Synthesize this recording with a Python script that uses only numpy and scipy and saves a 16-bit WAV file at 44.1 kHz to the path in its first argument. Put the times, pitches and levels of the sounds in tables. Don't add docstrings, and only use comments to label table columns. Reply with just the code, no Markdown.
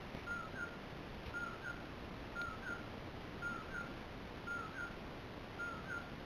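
import sys
import numpy as np
from scipy import signal
from scipy.fft import rfft, irfft, next_fast_len
from scipy.io import wavfile
from scipy.ndimage import map_coordinates

SR = 44100
rng = np.random.default_rng(int(sys.argv[2]) if len(sys.argv) > 2 else 0)


def bounce(signal):
    frames = np.transpose(np.atleast_2d(signal))
    limited = np.clip(frames, -1, 1)
    pcm = np.round(limited * 32767).astype(np.int16)
    wavfile.write(sys.argv[1], SR, pcm)


N = 275617
T = np.arange(N) / SR
CAMERA_HZ = 8000
REST_HZ, VOICE_DB = 1397.7, -41
CATCH_HZ, CATCH_SHARE = 39.8, 0.031

# start in seconds, pitch shift in Hz, level change in dB, length in seconds.
POOR_NOTES = [(0.2676, -2, 0.5, .191), (1.337, 7, 1, 0.19), (2.3533, -3.5, 1, 0.18), (3.4204, 0, 1, 0.19),
              (4.4681, -3.4, 1, .192), (5.588, -0.5, 0.4, 0.19)]
WILL_NOTES = [(0.5, 9, -0.1, 0.15), (1.578, 8.5, -0.6, 0.14), (2.57, 3.5, -0.5, .17),
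              (3.649, -3, -1.3, 0.17), (4.683, 5.5, 0, .175), (5.804, -5, -1.5, 0.18)]


def poorwill(quaver_db=1.0):
    song = whistle(poor, POOR_NOTES) + whistle(will, WILL_NOTES)
    return song * amp(quaver_db * wander(rate_hz=60))


def whistle(shape, notes, edge_s=.003):
    out = np.zeros(N)
    for start, shift_hz, change_db, length in notes:
        on = (T >= start) & (T < start + length)
        t = T[on] - start
        pitch_hz, level_db = shape(t / length)
        turns = np.cumsum(pitch_hz + shift_hz) / SR
        gate = np.clip(np.minimum(t, length - t) / edge_s, 0, 1)
        out[on] += gate * amp(level_db + change_db) * np.sin(2 * np.pi * turns)
    return out


def poor(u):
    catch_hz = CATCH_HZ * (1 - ease(u, 0, CATCH_SHARE))
    lift_hz = 13.6 * ease(u, .16, .24)
    sink_hz = 115.4 * ease(u, .397, .825)
    swell_db = 4.5 * (ease(u, 0, .11) - 1)
    fade_db = 10 * ease(u, .51, .68)
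    return REST_HZ + catch_hz + lift_hz - sink_hz, VOICE_DB + swell_db - fade_db


def will(u, below_hz=80.3, above_hz=175.5):
    leap = ease(u, .143, .35)
    drop = 1 - np.exp(-(np.maximum(u - .47, 0) / .13) ** 2)
    glide_hz = below_hz * (leap - 1) + above_hz * (leap - drop)
    catch_hz = CATCH_HZ * ease(u, 1 - CATCH_SHARE, 1)
    swell_db = 22 * (ease(u, .07, .64) - 1)
    return REST_HZ + glide_hz - catch_hz, VOICE_DB + swell_db


# delay in seconds, level in dB.
TREE_ECHOES = [(.02255, -16.5), (.02639, -4), (.03736, -8), (.05708, -13.5), (.0817, -19), (.105, -17),
               (.1472, -23.5)]


def wood(x, scatter_db=-16.5, t60=0.78, build_s=0.053):
    size = next_fast_len(N + 2 * SR)
    hz = np.fft.rfftfreq(size, 1 / SR)
    near = sum(amp(db) * np.exp(-2j * np.pi * hz * delay) for delay, db in TREE_ECHOES)
    t = T[:SR]
    build = 1 - np.exp(-(t / build_s) ** 2)
    tail = rng.standard_normal(SR) * np.exp(-np.log(1000) * t / t60) * build
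    far = amp(scatter_db) * rfft(tail / np.linalg.norm(tail), size)
    return irfft(rfft(x, size) * (1 + near + far), size)[:N]


# start in seconds, level in dB, pitch in Hz, decay in seconds.
CLICK_RINGS = [(.1492, -30, 240, 0.0015), (.1499, -27.5, 2600, 0.00014), (2.41616, -32.5, 3760, 0.00058),
               (2.41616, -36, 2400, 0.0013), (2.4188, -40, 3700, .0007)]


def clicks():
    out, t = np.zeros(N), T[:SR // 20]
    for start, db, hz, decay in CLICK_RINGS:
        ring = np.exp(-t / decay) * np.sin(2 * np.pi * hz * t)
        out[round(start * SR):][:len(t)] += amp(db) * ring
    return out


# peak time in seconds, level in dB, centre in Hz, half length in seconds.
NEAR_STIRS = [(0.154, -51.5, 350, .01), (0.19, -57, 2220, 0.05), (1.263, -53, 2670, 0.018),
              (1.294, -44.5, 70, 0.024)]


def stirs():
    out = np.zeros(N)
    for peak_s, db, hz, half_s in NEAR_STIRS:
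        noise = coloured(rng.standard_normal(N), [(hz / 4, -30), (hz, 0), (hz * 4, -30)])
        out += amp(db) * np.exp(-((T - peak_s) / half_s) ** 2) * noise
    return out


# frequency in Hz, relative level in dB.
HISS_SPECTRUM = [(5, -20.5), (14, -2.5), (35, -1), (120, -2), (250, -3), (500, -8), (1000, -12),
                 (2000, -14.5), (3000, -15.5), (3900, -17)]


def hiss(level_db=-49.0, drift_db=0.26):
    level = amp(level_db + drift_db * wander(rate_hz=2.9))
    return level * coloured(rng.standard_normal(N), HISS_SPECTRUM)


# frequency in Hz, relative level in dB.
BUZZ_SPECTRUM = [(15, -14), (90, -0.5), (250, -5), (600, -2.5), (1100, -10.5), (2000, -24.5), (3900, -30)]


def buzz(level_db=-59.0, field_hz=59.975, weak=0.44, uneven=0.32, burst_s=0.0014):
    fields = np.arange(int(N / SR * field_hz))
    strength = np.where(fields % 2, weak, 1) + uneven * rng.standard_normal(len(fields))
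    ticks = np.zeros(N)
    ticks[((fields + .5) / field_hz * SR).astype(int)] = strength
    t = T[:int(SR / field_hz)]
    burst = rfft(rng.standard_normal(len(t)) * np.exp(-t / burst_s), N)
    smeared = irfft(rfft(ticks) * burst / abs(burst), N)
    return amp(level_db) * coloured(smeared, BUZZ_SPECTRUM)


def amp(db):
    return 10 ** (np.asarray(db) / 20)


def unit_rms(x):
    return x / np.sqrt(np.mean(x ** 2) + 1e-20)


def coloured(x, spectrum):
    hz = np.fft.rfftfreq(N, 1 / SR)
    points_hz, db = np.transpose(spectrum)
    gain = amp(np.interp(np.log(hz + 1), np.log(points_hz), db)) * (hz < CAMERA_HZ / 2)
    return unit_rms(irfft(rfft(x) * gain, N))


def wander(rate_hz):
    hz = np.fft.rfftfreq(N, 1 / SR)
    return unit_rms(irfft(rfft(rng.standard_normal(N)) * np.exp(-(hz / rate_hz) ** 2), N))


def ease(u, start, end):
    return .5 - .5 * np.cos(np.pi * np.clip((u - start) / (end - start), 0, 1))


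def scene():
    return (wood(poorwill()) + hiss() + buzz() + clicks() + stirs())[None]


def record(dry):
    sample_at = np.arange(0, N, SR / CAMERA_HZ)
    samples = map_coordinates(dry[0], [sample_at], order=3, mode="nearest")
    joined = np.interp(np.arange(N), sample_at, samples)
    low_pass = signal.firwin(511, cutoff=15700, window=("kaiser", 9), fs=SR)
    return signal.oaconvolve(joined, low_pass, "same")[None]


dry = scene()
out = record(dry)
bounce(out)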